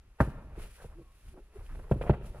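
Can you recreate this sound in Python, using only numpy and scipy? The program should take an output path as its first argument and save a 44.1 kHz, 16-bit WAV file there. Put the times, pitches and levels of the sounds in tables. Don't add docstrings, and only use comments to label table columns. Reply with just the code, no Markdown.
import sys
import numpy as np
from scipy import signal
from scipy.fft import rfft, irfft
from scipy.io import wavfile
from scipy.ndimage import uniform_filter1d

SR = 44100
rng = np.random.default_rng(int(sys.argv[2]) if len(sys.argv) > 2 else 0)


def digitize_waveform(pressure):
    field = np.atleast_2d(pressure).T
    bounded = np.clip(field, -1, 1)
    quanta = np.round(bounded * 32767).astype(np.int16)
    wavfile.write(sys.argv[1], SR, quanta)


N = 105840

# [f/Hz, relative level/dB]
AIR_SPECTRUM = [(20, -2.5), (60, 5), (120, -26), (250, -20), (500, -20.5), (1100, -24), (2500, -29),
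                (4000, -36), (9000, -42), (10400, -38), (12000, -40), (14000, -62)]
AIR_DB = -63.5
# [f/Hz, level/dB]
STEREO_WIDTH = [(50, -23.5), (150, -39.5), (700, -21), (1400, -10.5), (2800, -4.5), (5000, -2), (15000, -2)]
LEFT_LAG_S = 0.00007
TOP_HZ = 15560

# [f/Hz, relative level/dB]
GARAGE_SPECTRUM = [(60, -12.5), (180, 0.5), (320, -3), (600, -3), (1800, -3.5), (3000, 6.5), (15000, -5)]
GARAGE_DB, GARAGE_T60_S, GARAGE_ATTACK_S = -15, 0.89, 0.016
# [f/Hz, width/Hz, boost/dB]
CABIN_RESONANCES = [(1328, 20, 4.5), (1683, 25, 0.5), (2434, 27, 4.5), (2665, 61, 5.5)]

# [t/s, level before the lift/dB]
RUSTLE_LEVELS = [(0, -104), (0.195, -80.5), (0.21, -55.5), (0.26, -68), (0.38, -80.5), (0.53, -82),
                 (0.625, -59), (0.69, -67.5), (0.75, -65), (0.78, -69), (0.82, -65), (0.93, -78.5),
                 (1.1, -79.5), (1.29, -71), (1.37, -80), (1.52, -83), (1.56, -73.5), (1.7, -71.5),
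                 (1.895, -76), (1.915, -65), (1.96, -75.5), (2.04, -68), (2.21, -83), (2.265, -63.5),
                 (2.31, -73)]
# [f/Hz, relative level/dB]
RUSTLE_SPECTRUM = [(400, -9.5), (1500, 6.5), (3000, 3.5), (6000, -3), (8200, -1.5), (9600, -0.5),
                   (10400, 7.5), (11400, -3), (15500, -11)]
RUSTLE_LIFT_DB, RUSTLE_FLICKER_DB = 4, 1.5

# [t/s, level before lift and ceiling/dB]
FLEX_LEVELS = [(0, -69), (0.075, -53.5), (0.11, -63.5), (0.19, -73), (0.24, -43), (0.31, -46),
               (0.56, -48.5), (0.6, -39), (0.76, -63.5), (0.84, -47), (0.95, -54.5), (1.21, -68.5),
               (1.27, -45), (1.36, -55), (1.54, -67), (1.59, -44), (1.68, -54.5), (1.72, -37.5),
               (1.89, -49), (2.0, -36.5), (2.4, -48.5)]
# [f/Hz, relative level/dB]
FLEX_SPECTRUM = [(15, -11), (33, 3), (60, -4.5), (85, -11), (135, -17), (400, -36), (1000, -98.5)]
FLEX_LIFT_DB, FLEX_CEILING_DB = 2.5, -38.5

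# [t at the peak/s, half length/s, f/Hz, jitter/share of f, level at the peak/dB]
JUDDER_EVENTS = [(0.803, 0.018, 1541, 0.085, -59), (0.992, 0.03, 330.4, 0.067, -52.5),
                 (1.07, 0.078, 1130, 0.022, -72), (1.369, 0.036, 383, 0.146, -52.5),
                 (1.565, 0.0065, 409.4, 0.042, -41.5)]
JUDDER_FLUTTER_DB, JUDDER_DRIFT = 3, 0.012

# [t at the peak/s, half length/s, level at the peak/dB, low edge f/Hz, cut-off f/Hz]
SCUFF_AND_CRACK_EVENTS = [(0.2, 0.0095, -49, 649, 1980), (0.373, 0.12, -59, 590, 1150),
                          (0.605, 0.063, -53.5, 280, 2490), (0.629, 0.011, -59.5, 1200, 2750),
                          (0.66, 0.047, -73, 1610, 3400), (0.815, 0.037, -57, 482, 1500),
                          (0.851, 0.011, -49, 370, 630), (0.911, 0.09, -66, 640, 1570),
                          (1.004, 0.021, -53.5, 89, 441), (1.294, 0.02, -67, 886, 1400),
                          (1.344, 0.0041, -55, 310, 900), (1.379, 0.016, -52, 128.6, 1097),
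                          (1.583, 0.054, -58.5, 141.4, 1770), (1.666, 0.0029, -60, 2090, 3000),
                          (1.706, 0.025, -59, 884, 1770), (1.756, 0.0054, -56.5, 490, 2520),
                          (1.797, 0.0048, -52.5, 276, 1490), (1.902, 0.21, -58, 280, 1660),
                          (1.921, 0.0048, -49, 1320, 2600), (2.021, 0.0083, -45.5, 2060, 2350),
                          (2.042, 0.0052, -38.5, 148, 1190), (2.065, 0.015, -35.5, 98, 860),
                          (2.079, 0.016, -42, 336, 2010), (2.103, 0.009, -44, 2000, 3060),
                          (2.137, 0.0089, -47, 700, 2300), (2.247, 0.056, -59, 150, 2070),
                          (2.371, 0.027, -52.5, 417, 1520)]
# [f/Hz, relative level/dB]
GRAIN_SPECTRUM = [(70, -10), (140, 10.5), (270, -1.5), (420, 11.5), (700, 3), (1400, -1.5), (2700, -6),
                  (5000, -17), (12000, -25)]
GRAINS_PER_S, GRAIN_SPREAD_DB = 1700, 2

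# [t/s, floor boom level/dB, trim ring level/dB, slap level/dB, contact cut-off f/Hz,
#  air pop f/Hz, air pop level before doubling/dB]
THUMP_EVENTS = [(0.2027, 1, 4.5, 1, 2050, 595, -7), (0.2198, -11.5, -13, -21, 800, 287, -16.5),
                (0.273, -14.5, -32, -19.5, 600, 327, -31.5), (0.577, -27, -36, -43, 690, 352, -31),
                (0.842, -27, -21, -36.5, 660, 503, -44.5), (1.912, 0, -7, -5, 890, 366.7, -10.5),
                (1.958, -14.5, -48, -24, 427, 300, -23.5), (2.0118, -21.5, -44, -14.5, 2100, 517, -19.5),
                (2.0947, 2.5, -0.5, -1, 953, 393, -14), (2.1403, -24.5, -36, -19.5, 2490, 556, -28),
                (2.346, -49, -28, -34, 1560, 581, -35)]
# [f/Hz, relative level/dB]
SLAP_SPECTRUM = [(60, 4.5), (150, 3), (280, 2.5), (550, 5.5), (1000, -3.5), (1700, -9), (2200, -14.5),
                 (3000, -22), (6000, -27.5), (15000, -12)]
SLAP_DB, SLAP_T60_S, SLAP_ATTACK_S = -10.5, 0.019, 0.0026
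CABIN_DB, CABIN_T60_S = -10, 0.11
POP_T60_S = 0.018
# [f/Hz, level/dB, t60/s]
FLOOR_MODES = [(58.9, -19.5, 0.15), (102, -19, 0.1), (136.6, -15, 0.11), (212.2, -20.5, 0.082)]
FLOOR_LAG_S, FLOOR_ATTACK_S = 0.00059, 0.0017
# [f/Hz, level/dB, t60/s]
TRIM_MODES = [(371, -38.5, 0.22), (598.5, -33.5, 0.077), (806, -23.5, 0.027), (974, -21, 0.021),
              (1211, -28, 0.032), (1382, -27.5, 0.041), (1604, -36.5, 0.021), (1583, -30.5, 0.046),
              (1796, -28, 0.029)]


def amp(db):
    return 10 ** (np.asarray(db) / 20)


def unit(x):
    return x / np.sqrt(np.mean(x ** 2))


def gains(points):
    hz, db = np.array(points, float).T
    bins = np.fft.rfftfreq(N, 1 / SR) + 1
    return amp(np.interp(np.log(bins), np.log(hz), db))


def colour(x, points):
    cepstrum = irfft(np.log(gains(points)), N)
    cepstrum[1:N // 2] *= 2
    cepstrum[N // 2 + 1:] = 0
    response = np.exp(rfft(cepstrum))
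    return irfft(rfft(x) * response, N)


def spread(pair):
    mid, side = pair[0], colour(pair[1], STEREO_WIDTH)
    return np.array([mid + side, mid - side])


def noise(points):
    return unit(spread(colour(rng.standard_normal((2, N)), points)))


def walk(rate):
    k = int(SR / rate)
    once = uniform_filter1d(rng.standard_normal(N), k)
    return unit(uniform_filter1d(once, k))


def level_at(t, points):
    return np.interp(t, *np.array(points).T)


def fade(age, t60):
    return (age >= 0) * np.exp(-np.log(1000) * np.maximum(age, 0) / t60)


def rise(age, seconds):
    return 1 - np.exp(-np.maximum(age, 0) / seconds)


def swell(t, peak, half):
    return np.exp(-((t - peak) / half) ** 2)


def ring(age, modes):
    out = 0
    for k, (hz, db, t60) in enumerate(modes):
        out = out + (-1) ** k * amp(db) * fade(age, t60) * np.sin(2 * np.pi * hz * age)
    return out


def soften(x, hz):
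    sos = signal.butter(2, min(hz, SR / 3), fs=SR, output="sos")
    return signal.sosfilt(sos, x + 1e-18)


def band(x, low_hz, high_hz):
    for edge, kind in ((low_hz, "high"), (high_hz, "low")):
        sos = signal.butter(3, min(edge, SR / 3), kind, fs=SR, output="sos")
        x = signal.sosfilt(sos, x)
    return x


def air():
    return amp(AIR_DB) * noise(AIR_SPECTRUM)


def garage(x, t):
    tail = spread(colour(rng.standard_normal((2, N)), GARAGE_SPECTRUM))
    tail = tail * fade(t, GARAGE_T60_S) * rise(t, GARAGE_ATTACK_S)
    tail = tail / np.sqrt(np.sum(tail ** 2) / 2)
    return amp(GARAGE_DB) * signal.fftconvolve(x, tail, axes=1)[:, :N]


def cavity(x):
    f = np.fft.rfftfreq(N, 1 / SR)
    response = 1
    for hz, width, db in CABIN_RESONANCES:
        response = response + (amp(db) - 1) / (1 + 2j * (f - hz) / width)
    return irfft(rfft(x) * response, N)


def rustle(t):
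    level_db = RUSTLE_LIFT_DB + level_at(t, RUSTLE_LEVELS) + RUSTLE_FLICKER_DB * walk(66)
    return noise(RUSTLE_SPECTRUM) * amp(level_db)


def flexing(t):
    level_db = np.minimum(FLEX_LIFT_DB + level_at(t, FLEX_LEVELS), FLEX_CEILING_DB)
    return noise(FLEX_SPECTRUM) * amp(level_db)


def judders(t):
    out = 0
    for peak, half, hz, jitter, db in JUDDER_EVENTS:
        pitch = hz * (1 + jitter * walk(309.0) + JUDDER_DRIFT * walk(21.1))
        phase = 2 * np.pi * np.cumsum(pitch) / SR
        tone = unit(np.sin(phase) * amp(JUDDER_FLUTTER_DB * walk(260)))
        out = out + tone * amp(db) * swell(t, peak, half)
    return out


def scuffs_and_cracks(t):
    happens = rng.random((2, N)) < GRAINS_PER_S / SR
    strength = rng.standard_normal((2, N)) * amp(GRAIN_SPREAD_DB * rng.exponential(size=(2, N)))
    grain = spread(colour(happens * strength, GRAIN_SPECTRUM))
    out = 0
    for peak, half, db, low_hz, high_hz in SCUFF_AND_CRACK_EVENTS:
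        out = out + unit(band(grain, low_hz, high_hz)) * amp(db) * swell(t, peak, half)
    return out


def slap(age):
    decay = fade(age, SLAP_T60_S) + amp(CABIN_DB) * fade(age, CABIN_T60_S)
    return noise(SLAP_SPECTRUM) * rise(age, SLAP_ATTACK_S) * decay


def air_pop(age, hz, db):
    return 2 * rise(age, SLAP_ATTACK_S) * ring(age, [(hz, db, POP_T60_S)])


def floor_boom(age):
    late = age - FLOOR_LAG_S
    return -rise(late, FLOOR_ATTACK_S) * ring(late, FLOOR_MODES)


def thumps(t):
    out = 0
    for start, floor_db, trim_db, slap_db, cutoff_hz, pop_hz, pop_db in THUMP_EVENTS:
        age = t - start
        hit = amp(floor_db) * floor_boom(age)
        hit = hit + air_pop(age, pop_hz, pop_db)
        hit = hit + amp(trim_db) * ring(age, TRIM_MODES)
        hit = hit + amp(SLAP_DB + slap_db) * slap(age)
        out = out + soften(hit, cutoff_hz)
    return out


def scene():
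    t = np.arange(N) / SR
    tones_and_thumps = thumps(t) + judders(t)
    grains = scuffs_and_cracks(t)
    tail = garage(tones_and_thumps + grains, t)
    coloured = cavity(grains + tail + rustle(t) + air())
    left, right = tones_and_thumps + flexing(t) + coloured
    late = np.exp(-2j * np.pi * np.fft.rfftfreq(N, 1 / SR) * LEFT_LAG_S)
    return np.array([irfft(rfft(left) * late, N), right])


def record(dry):
    sos = signal.ellip(10, 0.2, 80, TOP_HZ, fs=SR, output="sos")
    return signal.sosfilt(sos, dry)


dry = scene()
out = record(dry)
digitize_waveform(out)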